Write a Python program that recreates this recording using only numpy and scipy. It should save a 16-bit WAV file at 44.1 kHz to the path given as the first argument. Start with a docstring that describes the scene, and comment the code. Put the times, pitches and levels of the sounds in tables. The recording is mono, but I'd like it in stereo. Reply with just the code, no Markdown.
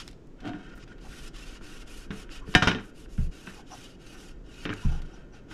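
"""A small room murmurs as a paper pad is rubbed back and forth over the sticker on a circuit board.
The paper's fibres catch and hiss, now and then snapping or squeaking faintly, and keep the board humming.
At 0.45 s the board skids on the stone counter, then knocks lightly; from 2.5 to 2.8 s it tips and
clatters under the fingers. The rubbing goes on, with a few more knocks near 4.7 s. Dull bumps of the
hand reach the close microphone, the strongest at 2.55, 3.2 and 4.85 s."""
import sys
import numpy as np
from scipy import signal
from scipy.fft import rfft, irfft, next_fast_len
from scipy.io import wavfile
from scipy.ndimage import uniform_filter1d

SR = 44100
rng = np.random.default_rng(int(sys.argv[2]) if len(sys.argv) > 2 else 0)


def pcm_store(signal):
    """Save signal as 16-bit PCM."""
    levels = np.round(np.clip(np.atleast_2d(signal), -1, 1) * 32767)
    wavfile.write(sys.argv[1], SR, levels.astype(np.int16).T)


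N = 243873
TIME_S = np.arange(N) / SR


def amp(db):
    return 10 ** (np.asarray(db) / 20)


def unit_rms(x):
    return x / np.sqrt(np.mean(x ** 2) + 1e-20)


def over_time(points):
    return np.interp(TIME_S, *np.transpose(points))


def at_hz(points, hz):
    points_hz, values = np.transpose(points)
    return np.interp(np.log(hz + 1), np.log(points_hz), values)


def decay(t, t60_s):
    return np.exp(-np.log(1000) * t / t60_s)


def cut(x, hz, kind="low"):
    return signal.sosfilt(signal.butter(2, min(hz, SR / 2 - 1000), kind, fs=SR, output="sos"), x)


def pan(db):
    return amp(np.array([[db], [-db]]) / 2)


def add(out, start_s, sound):
    at = max(round(start_s * SR), 0)
    out[:, at:at + sound.shape[-1]] += sound[..., :N - at]


# Left-right likeness: (frequency [Hz], correlation [0-1])
STEREO_CORRELATION = [(30, 0.96), (300, .94), (1500, 0.9), (4000, 1), (8000, 0.75), (13000, .25)]
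def noise(spectrum, size=N, grain_db=0):
    """Stereo noise of rms 1 from (frequency [Hz], density [dB]); uneven impulses make it grainy."""
    padded = next_fast_len(size)
    hz = np.arange(padded // 2 + 1) * SR / padded
    mid, side = rfft(rng.standard_normal((2, padded)) * amp(grain_db * rng.standard_normal(padded)))
    correlation = np.clip(at_hz(STEREO_CORRELATION, hz), 0, 1)
    pair = np.sqrt(1 + correlation) * mid + np.sqrt(1 - correlation) * side * [[1], [-1]]
    return unit_rms(irfft(pair * amp(at_hz(spectrum, hz)), padded)[:, :size])


def steady(x):
    """Evens out the short-term level of a noise."""
    return x / np.sqrt(uniform_filter1d(np.mean(x ** 2, axis=0), size=96))


def drift(rate_hz):
    """Random curve through points of spread 1."""
    steps = unit_rms(rng.standard_normal(N))
    return np.interp(TIME_S * rate_hz, np.arange(N), steps)


def wander(x, share, rate_hz):
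    """Slides all frequencies up and down by a small share."""
    position = np.cumsum(1 + share * np.tanh(drift(rate_hz))) % N
    return np.array([np.interp(position, np.arange(N), side) for side in x])


def resonate(x, peaks):
    """Parallel resonators (frequency [Hz], width [Hz], level [dB]); output rms 1."""
    out = 0
    for k, (hz, width_hz, db) in enumerate(peaks):
        r = np.exp(-np.pi * width_hz / SR)
        band = signal.lfilter([1, 0, -1], [1, -2 * r * np.cos(2 * np.pi * hz / SR), r * r], x)
        out = out + (-1) ** k * amp(db) * (1 - r * r) * band
    return unit_rms(out)


# Room tone: (frequency [Hz], density [dB])
MURMUR_SPECTRUM = [(15, 1), (45, 0.5), (75, -11), (118, -4.5), (160, -6.5), (210, -7), (330, -5.5),
                   (450, -11.5), (800, -25), (1500, -31), (4000, -42.5), (7000, -43.5), (9000, -54),
                   (15000, -59.5)]
def room_murmur(level_db=-49):
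    """The room's steady low noise."""
    return noise(MURMUR_SPECTRUM) * amp(level_db)


def room_reverb(x, t60_s=0.45, wall_hz=7000, first_echo_s=0.0084):
    """The walls return a short diffuse tail, different on each side."""
    t = np.arange(SR // 2) / SR
    tail = cut(rng.standard_normal((2, len(t))), wall_hz) * decay(t, t60_s) * (t > first_echo_s)
    return signal.fftconvolve(x, unit_rms(tail) / np.sqrt(len(t)), axes=1)[:, :N]


# Sway rumble: (time [s], level [dB])
SWAY_LEVELS = [(0, -53), (1.1, -44), (1.7, -44.5), (2.0, -41), (2.5, -43.5), (2.9, -59), (3.1, -40),
               (3.5, -53), (4.0, -61), (4.4, -42), (4.7, -47.5), (5.53, -50)]
def microphone_sway():
    """The working hand sets the microphone swaying."""
    rumble = noise([(10, -14), (24, -1.5), (31, -6), (45, -6.5), (100, -43), (1000, -94.5)])
    return rumble * amp(over_time(SWAY_LEVELS))


# Modes shaken by a bump: (frequency [Hz], level [dB], t60 [s])
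WOBBLE_MODES = [(23.5, -20, 0.84), (42.76, -35, 0.32), (67.8, -22.5, 0.44), (113.4, -24.5, 0.22),
                (147.3, -25, 0.22), (211.6, -22.5, 0.09)]
# Hand bumps: (time [s], level [dB], damped after [s], left over right [dB])
HAND_BUMPS = [(1.085, -21, 0.022, -1), (2.474, -16, .02, 1), (2.551, 4, 0.011, 0.5), (3.1807, 0, .115, 4),
              (4.847, 1.5, 0.224, 4.5)]
def hand_bumps(contact_s=0.0038, flesh_hz=330, shudder_db=-36, shudder_t60_s=0.87, damped_t60_s=0.051):
    """Soft blows set off low wobbles, which ring until the hand settles and damps them."""
    out, t = np.zeros((2, N)), np.arange(SR) / SR
    wobble = sum((-1) ** k * amp(db) * np.sin(2 * np.pi * hz * t) * decay(t, t60_s)
                 for k, (hz, db, t60_s) in enumerate(WOBBLE_MODES))
    for start_s, db, free_s, pan_db in HAND_BUMPS:
        rumble = noise([(30, -41), (160, 4), (250, -25), (450, -20), (2000, -50)], len(t))
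        shudder = amp(shudder_db) * rumble * decay(t, shudder_t60_s)
        envelope = (1 - np.exp(-t / contact_s)) * decay(np.maximum(t - free_s, 0), damped_t60_s)
        add(out, start_s, amp(db) * pan(pan_db) * cut((wobble + shudder) * envelope, flesh_hz))
    return out


# Circuit board modes: (frequency [Hz], level [dB], t60 [s])
BOARD_MODES = [(104, -23, 0.35), (172, -17, 0.16), (199.3, -15, 0.28), (249.5, -18.5, 0.14),
               (298.5, -18, .2), (363, -24.5, .22), (436, -23.5, 0.34), (743, -35, .24), (926, -33, .25),
               (1277, -25, 0.057), (1412.5, -16, 0.036), (1434, -11, .13), (1540, -20.5, 0.093),
               (1612, -23, .16), (1797, -25, .17), (2213, -28, .12), (2400, -29.5, .14), (2622, -24, .14),
               (2950, -24, .16), (3170, -21, 0.13), (3720, -29.5, 0.11), (3790, -30, 0.1395),
               (5050, -36, .15)]
def driven_board(force, damping_hz):
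    """The board's modes under a running force, widened by the fingers that hold it."""
    peaks = [(hz, np.log(1000) / (np.pi * t60_s) + damping_hz, db) for hz, db, t60_s in BOARD_MODES]
    return resonate(force, peaks)


def struck_board(t, thud_db, thud_below_hz=500, level_db=-0.5, spread_db=5, detune=0.004):
    """The board rings freely; the grip differs from knock to knock and detunes each mode."""
    hz, mode_db, t60_s = np.transpose(BOARD_MODES)[:, :, None]
    scatter_db = spread_db * rng.standard_normal(hz.shape)
    strength = amp(mode_db + level_db + thud_db * (hz < thud_below_hz) + scatter_db)
    held_hz = hz * (1 + detune * rng.standard_normal(hz.shape))
    polarity = rng.choice([-1, 1], hz.shape)
    return np.sum(strength * polarity * np.sin(2 * np.pi * held_hz * t) * decay(t, t60_s), axis=0)


def board_hum():
    """Friction keeps the board humming."""
    spectrum = [(100, -7.5), (300, -10), (800, 2), (1450, -10), (1850, -7), (2200, -10), (6000, -23)]
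    return driven_board(noise(spectrum, grain_db=8), damping_hz=25)


def board_skid(peak_s=0.447, level_db=-34, rise_s=0.0095, hold_s=0.03, t60_s=0.5, judder_db=5):
    """The board skids once as the pad lands; its feet judder on the stone."""
    judder = amp(judder_db * np.tanh(drift(rate_hz=118.4)))
    feet = noise([(60, -4.5), (200, -1.5), (300, 5.5), (450, -10), (730, 10.5), (1100, -12.5),
                  (3000, -20), (9000, -14)], grain_db=7.5)
    swell = np.exp(np.minimum(TIME_S - peak_s, 0) / rise_s)
    release = decay(np.maximum(TIME_S - peak_s - hold_s, 0), t60_s)
    return driven_board(feet * judder, damping_hz=39.7) * amp(level_db) * swell * release


# Grit on stone: (frequency [Hz], density [dB])
GRIT_SPECTRUM = [(450, -15), (600, -10), (730, 6), (900, -6), (1050, 0.5), (2000, -7), (2800, -4),
                 (4500, -14.5), (7000, -22), (13000, -40)]
def grit_scrape(peak_s=0.4757, half_width_s=0.016, level_db=-41):
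    """Grit scrapes under the skidding feet."""
    swell = 1 / (1 + ((TIME_S - peak_s) / half_width_s) ** 2)
    return noise(GRIT_SPECTRUM, grain_db=9.5) * amp(level_db) * swell


# First contact: (frequency [Hz], width [Hz], level [dB])
CLICK_PEAKS = [(1590, 550, 8), (3010, 830, 9), (5000, 1100, 0.5)]
# Dense, quickly damped board vibration: (frequency [Hz], density [dB])
CRACK_SPECTRUM = [(170, 4), (520, -4), (850, -4), (1250, -1), (1450, 1.5), (2000, -3.5), (2850, -7),
                  (3400, -12.5), (3650, -4), (4400, -17.5), (5400, -10), (8000, -22.5), (12000, -24),
                  (16000, -37.5)]
# Knocks: (time [s], level [dB], click offset [dB], thud offset [dB], rattle offset [dB])
BOARD_KNOCKS = [(0.7756, -42, -8, 6, -12), (0.534, -38.5, 8.5, 13.5, 8), (1.611, -42, -4, 0, -2),
                (2.1054, -28.5, -5, 10.5, 4.5), (2.2922, -43.5, 11.5, -8, -12),
                (2.475, -40, -3, 14.5, -5),(2.5502, -2.5, 1.5, -3, -5.5), (2.6224, -11, -14, -3, 5.5),
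                (2.6726, -6, -13, -5, -8.5), (2.682, -14.5, 5, -5.5, 6), (2.715, -24.5, 8, 7, 9),
                (2.7481, -25, 4, 6.5, -2), (2.7848, -33.5, 2, 6.5, 7.5), (3.059, -45.5, 7.5, -6, -9),
                (3.1787, -42, 5, -6, 11.5), (3.4702, -30.5, -5.5, 1, 5), (4.6533, -24, 5.5, 5.5, 4),
                (4.6925, -26, 3.5, 6.5, 3), (4.7019, -36.5, 14, 18, 17), (5.5123, -36.5, -5, 4, 0)]
def board_knocks(crack_db=-7.5, crack_t60_s=0.035, rattle_db=-17, rattle_t60_s=0.25, rise_s=0.0014,
                 contact_hz=8700, db_per_octave=19.5):
    """The board hits the counter: click, crack, rattle of loose parts, ring. Weak knocks are duller."""
    out, t = np.zeros((2, N)), np.arange(SR // 3) / SR
    impulse = signal.unit_impulse(len(t)) + 1e-18
    click = resonate(resonate(impulse, CLICK_PEAKS), CLICK_PEAKS)
    click /= np.abs(click).max()
    attack = 1 - np.exp(-t / rise_s)
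    for start_s, db, click_db, thud_db, loose_db in BOARD_KNOCKS:
        ring = struck_board(t, thud_db)
        vibration = steady(noise(CRACK_SPECTRUM, len(t))) * attack
        crack = vibration * amp(crack_db) * decay(t, crack_t60_s)
        rattle = vibration * amp(rattle_db + loose_db) * decay(t, rattle_t60_s)
        cutoff_hz = contact_hz * 2 ** (db / db_per_octave)
        add(out, start_s, amp(db) * cut(amp(click_db) * click + crack + rattle + ring, cutoff_hz))
    return out


# Rough low note: (frequency [multiple of the note], width [Hz], level [dB])
LOW_NOTE_PEAKS = [(1, 90, 7), (1.13, 110, 0.5), (1.3, 160, -5), (1.8, 400, -12)]
# Thin high note: (frequency [Hz], width [Hz], level [dB])
HIGH_NOTE_PEAKS = [(5860, 80, -3.5), (5250, 500, -18)]
# Squeaks: (peak time [s], swell sigma [s], low note [Hz], low level [dB], high level [dB])
PAD_SQUEAKS = [(0.787, 0.0065, 1370, -53.5, -76), (0.923, 0.0049, 1430, -52.5, -82),
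               (1.133, 0.0086, 1430, -51, -76), (1.059, 0.013, 764, -52, -78),
               (2.432, 0.016, 1060, -53.5, -77), (3.589, 0.02, 793, -53, -67.5),
               (3.731, 0.013, 757, -43, -50.5), (4.153, 0.007, 1370, -50, -72),
               (4.19, 0.075, 790, -64.5, -67), (4.7314, 0.0031, 1410, -33, -72),
               (4.849, .014, 940, -50.5, -58), (4.941, 0.037, 800, -51.5, -64),
               (5.146, 0.012, 780, -57.5, -63), (5.343, 0.011, 813, -59.5, -64.5)]
def pad_squeaks():
    """Stick and slip narrows the friction into two notes."""
    out, t = np.zeros((2, N)), np.arange(SR // 3) / SR
    middle_s = t[-1] / 2
    for peak_s, sigma_s, note_hz, low_db, high_db in PAD_SQUEAKS:
        swell = np.exp(-((t - middle_s) / sigma_s) ** 2 / 2)
        swell_rms = np.sqrt(np.mean(swell ** 2))
        slips = noise([(100, 0), (10000, 0)], len(t))
        low_peaks = [(note_hz * multiple, width_hz, db) for multiple, width_hz, db in LOW_NOTE_PEAKS]
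        for peaks, db in ((low_peaks, low_db), (HIGH_NOTE_PEAKS, high_db)):
            note = unit_rms(resonate(slips, peaks) * swell) * swell_rms
            add(out, peak_s - middle_s, amp(db) * note)
    return out


# Snap colour: (frequency [multiple of the centre], density [dB])
SNAP_SPECTRUM = [(.1, -6), (.5, 5), (1, 4.5), (1.7, -4), (3.299, -23)]
# Snaps and crinkles: (time [s], level [dB], t60 [s], centre [Hz])
PAPER_SNAPS = [(0.0782, -33.5, 0.011, 5200), (.0850, -47, 0.042, 4550), (.1120, -53, 0.022, 6000),
               (0.13, -53.5, 0.022, 4020), (0.271, -63.5, 0.025, 7060), (0.404, -51, 0.058, 3490),
               (.7530, -63, 0.17, 12000), (.7760, -56.5, 0.047, 9600), (.877, -54, 0.063, 3380),
               (0.982, -57, 0.087, 3040), (2.54, -34, 0.066, 2530), (4.7375, -38.5, 0.011, 5730),
               (5.0188, -47.5, 0.038, 4230)]
def paper_snaps():
    """The stiff edge of the paper flicks free."""
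    out, t = np.zeros((2, N)), np.arange(SR // 10) / SR
    for start_s, db, t60_s, centre_hz in PAPER_SNAPS:
        spectrum = [(centre_hz * multiple, density_db) for multiple, density_db in SNAP_SPECTRUM]
        add(out, start_s, amp(db) * steady(noise(spectrum, len(t))) * decay(t, t60_s))
    return out


def stroke_speed_db(start_s, stop_s, fastest, swell_db):
    """The hand speeds up to 0 dB at its fastest moment and slows again."""
    progress = np.clip((TIME_S - start_s) / (stop_s - start_s), 0, 1)
    past_peak = progress - np.clip(fastest, 0.02, 0.98)
    return -swell_db * (past_peak / np.where(past_peak < 0, past_peak[0], past_peak[-1])) ** 2


# Pad strokes: (start [s], stop [s], friction [dB], fastest moment [0-1], swell [dB],
# treble [dB], board hum [dB])
PAD_STROKES = [ (0, .028, -39, 0, 10.5, -1.5, -54), (0.035, .14, -56, 0.1, 11, 1, -72),
               (0.399, 0.749, -59, 0.97, 11, -14, -51.5), (0.766, 0.843, -52, 1, 13, -23, -59),
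               (0.872, 0.938, -57.5, .8, 11, -14, -53), (1.018, 1.289, -48, 0.97, 7.5, 3, -56.5),
               (1.349, 1.569, -48.5, 0, 1.5, -0.5, -55.5), (1.625, 1.825, -51, .35, 1.5, 2, -55.5),
               (1.878, 2.049, -51.5, 0.4, 1, 6.5, -57), (2.123, 2.234, -49.5, 1, 2, 5, -53),
               (2.311, 2.391, -47, 0.05, 5, 0.5, -55), (2.471, 2.538, -52, 0.8, 5, 7.5, -53.5),
               (2.807, 2.895, -60.5, .8, 0.5, 9.5, -57.5), (2.959, 3.047, -58.5, 0, 1.5, 8.5, -63.5),
               (3.095, 3.274, -57.5, 0.96, 6, 8.5, -72.5), (3.328, 3.605, -53.5, .75, 0.5, 3, -57.5),
               (3.668, 3.95, -50.5, 0.32, 11.5, 3.5, -58), (4.003, 4.318, -54, 0.62, 7, 5, -57),
               (4.455, 4.67, -51.5, 0.91, 15, 2.5, -56), (4.715, 4.994, -53, 0.52, 6.5, 1, -50.5),
               (5.044, 5.216, -62.5, .45, 2.5, -7, -56.5), (5.335, 5.395, -58.5, 0.33, 7, -6, -56),
               (5.494, 5.535, -49, .9, 10, 0.5, -49.5), ]
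def hand_strokes(turn_s=0.015, creep_db=-32, creep_s=0.06, dull_db=6, dull_s=0.018,
                 treble_share=0.35, hum_share=0.55, hum_linger_s=0.08):
    """Friction, treble and hum follow hand speed; at each turn the friction dulls and sinks to a creep."""
    friction_gain, treble_db, hum_gain = np.zeros((3, N))
    for start_s, stop_s, db, fastest, swell_db, top_db, hum_db in PAD_STROKES:
        speed_db = stroke_speed_db(start_s, stop_s, fastest, swell_db)
        before_s, after_s = np.maximum(start_s - TIME_S, 0), np.maximum(TIME_S - stop_s, 0)
        outside_s = before_s + after_s
        inside_s = np.maximum(np.minimum(TIME_S - start_s, stop_s - TIME_S), 0)
        gate = 1 / (1 + (outside_s / turn_s) ** 2) ** 2
        creep = amp(creep_db) * np.exp(-outside_s / creep_s)
        sliding = amp(db + speed_db) * (gate + creep)
        stroke_treble_db = top_db + treble_share * speed_db - dull_db * np.exp(-inside_s / dull_s)
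        treble_db = np.where(sliding > friction_gain, stroke_treble_db, treble_db)
        friction_gain = np.maximum(friction_gain, sliding)
        hum_gate = np.exp(-before_s / turn_s - after_s / hum_linger_s)
        hum_gain = np.maximum(hum_gain, amp(hum_db + hum_share * speed_db) * hum_gate)
    return friction_gain, treble_db, hum_gain


# Echoes off counter and hands: (delay at one stroke end [s], delay at the other [s], level [dB])
NEAR_ECHOES = [(.00058, 0.00043, -15), (.00145, 0.0028, -11), (.0029, 0.0021, -9.5), (.0052, 0.0052, -7)]
def near_echoes(x):
    """Echoes comb the hiss; their paths stretch and shrink as the pad travels."""
    turns_s = np.sort([s for stroke in PAD_STROKES for s in stroke[:2]])
    position = np.interp(TIME_S, turns_s, np.resize([0, 1, 1, 0], len(turns_s)))
    out = x
    for from_s, to_s, db in NEAR_ECHOES:
        delayed_s = TIME_S - from_s - (to_s - from_s) * position
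        out = out + amp(db) * np.array([np.interp(delayed_s, TIME_S, side) for side in x])
    return out / np.sqrt(1 + sum(amp(db) ** 2 for _, _, db in NEAR_ECHOES))


# Pad resonances: (frequency [Hz], width [Hz], level [dB])
PAD_PEAKS = [(2500, 160, -2), (2750, 170, 3.5), (2910, 210, 2), (3840, 160, -8), (4520, 160, -6.5),
             (5470, 200, -8.5), (6100, 180, -8), (6950, 460, -10), (8790, 110, -12)]
def pad_ring(swell_db=3.5):
    """Each resonance swells and fades by itself as the pad travels; finger pressure retunes them all."""
    slips = noise([(1000, 0), (10000, 0)], grain_db=3.5)
    ring = 0
    for k, (hz, width_hz, db) in enumerate(PAD_PEAKS):
        band = resonate(slips, [(hz, width_hz, 0)]) * np.sqrt(width_hz)
        ring = ring + (-1) ** k * band * amp(db + swell_db * drift(rate_hz=25))
    return wander(unit_rms(ring), share=0.025, rate_hz=9)


# Paper on the sticker: (frequency [Hz], density [dB])
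FRICTION_SPECTRUM = [(470, -38.5), (790, -6.5), (880, -18), (1040, -3), (1200, -6.5), (1390, -2.5),
                     (1680, -11.5), (1840, -1.5), (1980, -8.5), (2800, -2), (4250, -9), (5100, -5.5),
                     (8100, -13), (10400, -14), (13200, -22.5), (15500, -52)]
# Pad ring within the friction: (time [s], level [dB])
RING_LEVELS = [(0, -13.5), (2.9, -4.5), (3.8, -6.5), (4.4, -1), (5.5, -6.5)]
def pad_rubbing(friction_gain, treble_db, hiss_db=-3, flutter_db=1.83, shelf_hz=8000):
    """Paper fibres catch in countless tiny slips; a faster stroke lifts the treble."""
    ring = amp(over_time(RING_LEVELS)) * pad_ring()
    hiss = amp(hiss_db) * noise(FRICTION_SPECTRUM, grain_db=4.5)
    rub = hiss + ring
    treble = cut(cut(rub, shelf_hz, "high")[:, ::-1], shelf_hz, "high")[:, ::-1]   # zero phase
    rub = rub + treble * (amp(treble_db) - 1)
    return rub * friction_gain * amp(flutter_db * drift(rate_hz=90))


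def scene(board_reverb_db=-28.5, pad_reverb_db=-19):
    """Board and pad close by, the room's murmur behind."""
    friction_gain, treble_db, hum_gain = hand_strokes()
    board = board_knocks() + board_hum() * hum_gain + board_skid() + grit_scrape()
    pad = near_echoes(pad_rubbing(friction_gain, treble_db)) + paper_snaps() + pad_squeaks()
    background = room_murmur() + microphone_sway() + hand_bumps()
    reverb = room_reverb(amp(board_reverb_db) * board + amp(pad_reverb_db) * pad)
    return background + reverb + board + pad


# Microphone port mismatch: (frequency [Hz], left over right [dB])
PORT_MISMATCH = [(60, 1.1), (300, -0.5), (1400, 0.7), (3000, 0.7), (7000, -0.4), (15000, -2)]
def record(dry, left_lag_s=0.000012, stopband_hz=16200):
    """The two ports differ slightly in colour and arrival time; peaks are rounded and the top is cut."""
    size = next_fast_len(N + 100)
    hz = np.arange(size // 2 + 1) * SR / size
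    lean = amp(at_hz(PORT_MISMATCH, hz) / 2)
    response = np.array([lean * np.exp(-2j * np.pi * hz * left_lag_s), 1 / lean])
    ports = irfft(rfft(dry, size) * response, size)[:, :N]
    rounded = ports / (1 + ports ** 6) ** (1 / 6)
    return signal.sosfilt(signal.cheby2(16, 70, stopband_hz, fs=SR, output="sos"), rounded)


dry = scene()
out = record(dry)
pcm_store(out)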